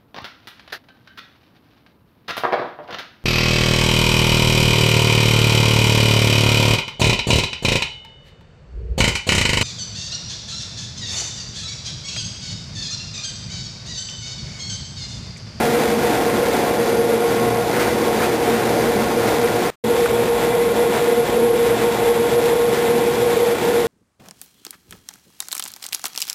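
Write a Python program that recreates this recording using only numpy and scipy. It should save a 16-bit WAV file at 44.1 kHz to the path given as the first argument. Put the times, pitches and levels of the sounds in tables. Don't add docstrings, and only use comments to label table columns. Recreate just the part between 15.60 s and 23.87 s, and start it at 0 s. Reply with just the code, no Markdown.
import sys
import numpy as np
from scipy import signal
from scipy.fft import rfft, irfft
from scipy.io import wavfile
from scipy.ndimage import uniform_filter1d

SR = 44100
rng = np.random.default_rng(int(sys.argv[2]) if len(sys.argv) > 2 else 0)


def transcribe(signal):
    frames = np.atleast_2d(signal).T
    limited = np.clip(frames, -1, 1)
    pcm = np.round(limited * 32767).astype(np.int16)
    wavfile.write(sys.argv[1], SR, pcm)


N = 364707
TIME = np.arange(N) / SR
HZ = np.fft.rfftfreq(N, 1 / SR)
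LEAVE_S, RESUME_S = 4.102, 4.238
SPOKES, TURN_S = 8, 3.26
SPOKE_FIRST_S, SPOKE_SECOND_S = .12, 4.4
MIDDLE_HZ = 472.5
RIPPLE_HZ = 359.9
HOLD = 4
EDGE_HZ = 15480


# (pitch [Hz], nominal width [Hz], relative level at first place [dB], relative level at second place [dB])
MESH_TONES = [(450.5, 2.5, -30.5, -37.5), (459.3, 2, -31, -27.5), (470, 1.21, -23, -20),
              (477.5, 1.42, -28, -20.5), (482.6, 1.6, -42, -47), (488.7, 1.74, -31.5, -28),
              (505.5, 1.7, -41.5, -37)]
# (time [s], level [dB])
WHINE_LOAD = [(0.0, -19.5), (1.15, -20.5), (1.4, -17.5), (2.0, -17.5), (2.2, -22), (4.1, -19.5), (4.3, -16),
              (5.05, -14.5), (6.3, -13.5), (7.3, -15), (8.27, -14)]
# (time [s], lead [dB])
UPPER_LEAD = [(0, -1), (1.2, 3.5), (1.7, -12), (2.2, 5), (3.1, -2), (4.1, 4), (4.4, 1), (4.8, -4),
              (5.8, 0.5), (6.4, -4.5), (7.3, -1.5), (7.7, 0.5), (8.27, 0.5)]
# (time [s], depth [dB], length [s])
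WHINE_DIPS = [(.55, 5, 0.06), (.98, 11, 0.043), (2.12, 9, 0.049), (3.16, 7, 0.044), (3.5, 2, 0.045),
              (4.24, 3, 0.031), (4.48, 12, 0.024), (4.8, 5, 0.11), (5.15, 22, 0.026), (5.35, 5.5, 0.077),
              (5.69, 13.5, 0.074), (6.18, 15, 0.045), (6.37, 9, 0.08), (6.7, 7, 0.037), (7.16, 4.5, .07),
              (7.57, 6, 0.071), (7.99, 16, 0.058)]


def gears(flutter=.14, settle_s=0.048, level_db=-1.33,
          first_throb_db=3.5, second_throb_db=2.0, throb_width_hz=22):
    lead_db = np.interp(TIME, *np.transpose(UPPER_LEAD))
    whine = np.zeros(N, complex)
    for hz, width_hz, first_db, second_db in MESH_TONES:
        wander = drift(width_hz)
        steadied = wander / (abs(wander) + 0.12)
        envelope = steadied + flutter * drift(28)
        db = by_place(first_db, second_db) + np.sign(hz - MIDDLE_HZ) * lead_db / 2
        whine += gain_of(db) * envelope * np.exp(2j * np.pi * hz * TIME)
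    load_db = np.interp(TIME, *np.transpose(WHINE_LOAD))
    throb_db = by_place(first_throb_db, second_throb_db) * drift(throb_width_hz).real
    return played(whine, load_db - bumps(WHINE_DIPS) + throb_db + level_db, settle_s)


# (time [s], rise [dB], length [s])
LOW_SWELLS = [(.74, 4, 0.074), (2.61, 3, 0.088), (2.95, 11, 0.082), (4.26, 9, .07), (4.42, 8, 0.071),
              (5.88, 8.5, 0.12), (6.19, 8, 0.11), (6.56, 8, 0.07), (7.34, 9, 0.06)]


def drone(hz=227, width_hz=20, settle_s=0.084, first_db=-30.5, second_db=-33.5,
          uneven_db=4.0, uneven_width_hz=12):
    uneven = uneven_db * drift(uneven_width_hz).real
    level_db = by_place(first_db, second_db) + bumps(LOW_SWELLS) + uneven
    return played(drift(width_hz) * np.exp(2j * np.pi * hz * TIME), level_db, settle_s)


# (multiple [-], level at first place [dB], level at second place [dB])
MOTOR_TONES = [(1, -32.5, -32.5), (2, -28.5, -35.5), (3, -45, -38.5), (4, -47, -47)]
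# (time [s], level change [dB])
SECOND_SWELL = [(0, 0), (1.1, 0.5), (1.8, -2.5), (3.4, -1.5), (4.1, -5), (5.5, 2.5), (6.3, -1), (7.3, 1.5),
                (8.27, -7)]


def motors(waver=0.46, first_spoke_db=0.5, second_spoke_db=1.0):
    throb_db = by_place(first_spoke_db, second_spoke_db) * spokes()
    swell = gain_of(np.interp(TIME, *np.transpose(SECOND_SWELL)) + throb_db)
    hum = np.zeros(N)
    for multiple, first_db, second_db in MOTOR_TONES:
        multiple = round(multiple)
        partial = tone(multiple * RIPPLE_HZ, evened(1 + waver * drift(12.0)))
        if multiple == 2:
            partial = partial * swell
        hum += gain_of(by_place(first_db, second_db)) * partial
    return hum


# (frequency [Hz], density at first place [dB per Hz], density at second place [dB per Hz])
CABLE_RUSH = [(400, -75.5, -66), (1165, -61.5, -63.5), (1560, -59.5, -63), (2170, -61, -63.5),
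              (2980, -67, -68), (3480, -65.5, -64), (4400, -68.5, -70), (5540, -70, -70)]
# (time [s], rise [dB], length [s])
CABLE_SCRAPES = [(2.21, 4, 0.13), (2.63, 5, 0.058), (2.94, 1.5, .14), (3.86, 2, 0.078), (4.85, 2.5, 0.076),
                 (5.34, 5, 0.092), (6.21, 4, 0.043), (7.25, 3.5, 0.12), (8.04, 3.5, 0.06)]


def cable(strain_db, ticks_per_s=260, spread_db=3.5, tick_share=0.38, split_hz=2500,
          rub_depth=1.2, hiss_depth=1.0, hiss_scrape=0.18, rub_db=-0.37, hiss_db=-0.34):
    tick_gain = gain_of(spread_db * np.minimum(rng.exponential(1, N), 4))
    ticks = (rng.random(N) < ticks_per_s / SR) * tick_gain * rng.choice([-1, 1], N)
    ticks = hall(ticks, t60=0.61, wet_db=-5.5)
    rush = coloured(evened(rng.standard_normal(N) + tick_share * evened(ticks)), CABLE_RUSH)
    rub = signal.sosfiltfilt(signal.butter(2, split_hz, fs=SR, output="sos"), rush)
    hiss = rush - rub
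    scrape_db = bumps(CABLE_SCRAPES)
    rub_gain = gain_of(rub_db + rub_depth * strain_db + scrape_db)
    hiss_gain = gain_of(hiss_db + hiss_depth * strain_db + hiss_scrape * scrape_db)
    return rub * rub_gain + hiss * hiss_gain


# (time [s], level [dB])
CABLE_TREND = [(0.0, -25.5), (.4, -25.5), (1.85, -26.5), (2.5, -25.5), (4.1, -26), (4.3, -29),
               (5.05, -29.5), (6.3, -29), (8.27, -28)]


def strain(spoke_db=0.26, uneven_db=1.56, uneven_width_hz=14):
    return swing(CABLE_TREND) + spoke_db * spokes() + uneven_db * drift(uneven_width_hz).real


def spokes():
    return np.cos(2 * np.pi * SPOKES / TURN_S * (TIME - by_place(SPOKE_FIRST_S, SPOKE_SECOND_S)))


# (time [s], onset level [dB], ring pitch [Hz], t60 [s])
STEEL_KNOCKS = [(.436, -32, 2400, .08), (2.616, -30, 2000, .1), (2.953, -31, 1800, .08),
                (4.459, -12, 1400, .026), (5.7255, -32, 2000, .06), (7.7025, -32, 2200, .06),
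                (8.164, -33, 2200, .06)]


def knocks(width_hz=420):
    clacks = np.zeros(N)
    for s, db, hz, t60 in STEEL_KNOCKS:
        resonance = signal.iirpeak(hz, hz / width_hz, SR)
        ring = evened(signal.lfilter(*resonance, rng.standard_normal(N)))
        decay_db = db - 60 * np.maximum(TIME - s, 0) / t60
        clacks += (TIME >= s) * gain_of(decay_db) * ring
    return hall(clacks, t60=.8, wet_db=-17)


# (pitch [Hz], width [Hz], level at first place [dB], level at second place [dB])
HOUSING_TONES = [(37.6, 1, -60, -70), (57, 1.1, -61, -47.5), (75.3, 1.3, -49, -48), (116.6, 4.3, -38, -42),
                 (151.2, 7.6, -52, -48.5), (168, 1.5, -47.5, -56), (272.7, 2.1, -40.5, -46),
                 (317, 1.5, -36.5, -56), (328, 3.8, -40, -40.5), (409.7, 2.7, -38.5, -39.5),
                 (434, 4.7, -35, -33.5), (546.5, 2.4, -36.5, -40), (818, 24, -50, -52),
                 (893, 6.6, -46, -47), (917, 16, -46, -37.5), (573, 3, -38, -43.7), (1043, 4, -43.3, -54),
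                 (1092, 5, -39.5, -47), (4727, 16, -47.5, -55), (1412, 40, -39, -41.5),
                 (2034, 41, -43, -43), (2350, 30, -46, -46), (3370, 33, -49, -46), (4400, 35, -69, -50)]


def housings():
    return sum(gain_of(by_place(first_db, second_db)) * tone(hz, drift(width_hz))
               for hz, width_hz, first_db, second_db in HOUSING_TONES)


# (frequency [Hz], density at first place [dB per Hz], density at second place [dB per Hz])
HALL_ROAR = [(21.7, -78, -82), (42, -70, -72), (60, -57, -62.5), (97, -58, -62.5), (120, -54, -54.5),
             (206, -51, -52.5), (392, -49, -51.5), (610, -52, -54), (750, -50, -52.5), (952, -55, -55.5),
             (1170, -67.5, -67.5), (2520, -78.5, -68.5), (5400, -72.5, -86)]


def roar(strain_db, follow=0.59, scrape_share=.2, lumpy_db=1.1, lump_width_hz=14, level_db=-0.07):
    cable_db = follow * strain_db + scrape_share * bumps(CABLE_SCRAPES)
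    heave_db = cable_db + lumpy_db * drift(lump_width_hz).real
    return coloured(rng.standard_normal(N), HALL_ROAR) * gain_of(heave_db + level_db)


def hall(x, t60, wet_db):
    t = TIME[:SR]
    tail = rng.standard_normal(SR) * gain_of(-60 * t / t60)
    return x + gain_of(wet_db) * signal.fftconvolve(x, tail / np.linalg.norm(tail))[:N]


def pause(x, hiss_db=-46, hiss_s=0.055, return_s=0.0066):
    running = (TIME < LEAVE_S) + np.clip((TIME - RESUME_S) / return_s, 0, 1)
    fading = (TIME >= LEAVE_S) * np.clip(1 - (TIME - LEAVE_S) / hiss_s, 0, 1) ** .5
    hiss = evened(signal.lfilter([1], [1, -.8], rng.standard_normal(N)))
    return x * running + hiss * fading * gain_of(hiss_db)


def levelled(x, threshold_db=-17, squeeze=.42, follow_s=.035, ceiling=.48):
    keep = np.exp(-1 / (follow_s * SR))
    power_db = 10 * np.log10(signal.lfilter([1 - keep], [1, -keep], x ** 2) + 1e-9)
    x = x * gain_of(-squeeze * np.maximum(power_db - threshold_db, 0))
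    return x / (1 + (x / ceiling) ** 8) ** (1 / 8)


def gain_of(db):
    return 10 ** (np.asarray(db) / 20)


def evened(x):
    return x / np.sqrt(np.mean(abs(x) ** 2) + 1e-20)


def by_place(first, second):
    return np.where(TIME < RESUME_S, first, second)


def swing(table):
    db = np.interp(TIME, *np.transpose(table))
    return db - by_place(db[TIME < LEAVE_S].mean(), db[TIME > RESUME_S].mean())


def bumps(events):
    return sum(db * .5 ** np.minimum((2 * (TIME - s) / length) ** 2, 20) for s, db, length in events)


def drift(width_hz):
    size, step = 8192, 64
    hz = np.fft.fftfreq(size, step / SR)
    phases = np.exp(2j * np.pi * rng.random(size))
    coarse = np.fft.ifft(phases / (1 + (2 * hz / width_hz) ** 4) ** .5)
    return evened(np.interp(np.arange(N) / step, np.arange(size), coarse))


def tone(hz, envelope):
    return np.sqrt(2) * (envelope * np.exp(2j * np.pi * hz * TIME)).real


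def played(carrier, level_db, settle_s):
    power = uniform_filter1d(abs(carrier) ** 2, int(settle_s * SR))
    return np.sqrt(2) * carrier.real / np.sqrt(abs(power) + 1e-12) * gain_of(level_db)


def coloured(x, table):
    hz, *places = np.transpose(table)
    spectrum = rfft(x) * np.sqrt(SR / 2) * np.minimum(HZ / hz[0], 1)
    heard = [irfft(spectrum * gain_of(np.interp(np.log(HZ + 1), np.log(hz), db)), N) for db in places]
    return by_place(*heard)


def scene(level_db=-0.26):
    strain_db = strain()
    machines = gears() + drone() + motors() + housings()
    machines = machines + cable(strain_db) + knocks() + roar(strain_db)
    return gain_of(level_db) * machines[None]


def record(dry):
    narrow = signal.oaconvolve(pause(dry[0]), signal.firwin(201, 5600, fs=SR), "same")
    held = np.repeat(levelled(narrow)[::HOLD], HOLD)[:N]
    edge = signal.firwin(1023, EDGE_HZ, window=("kaiser", 9), fs=SR)
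    return signal.oaconvolve(held, edge, "same")[None]


dry = scene()
out = record(dry)
transcribe(out)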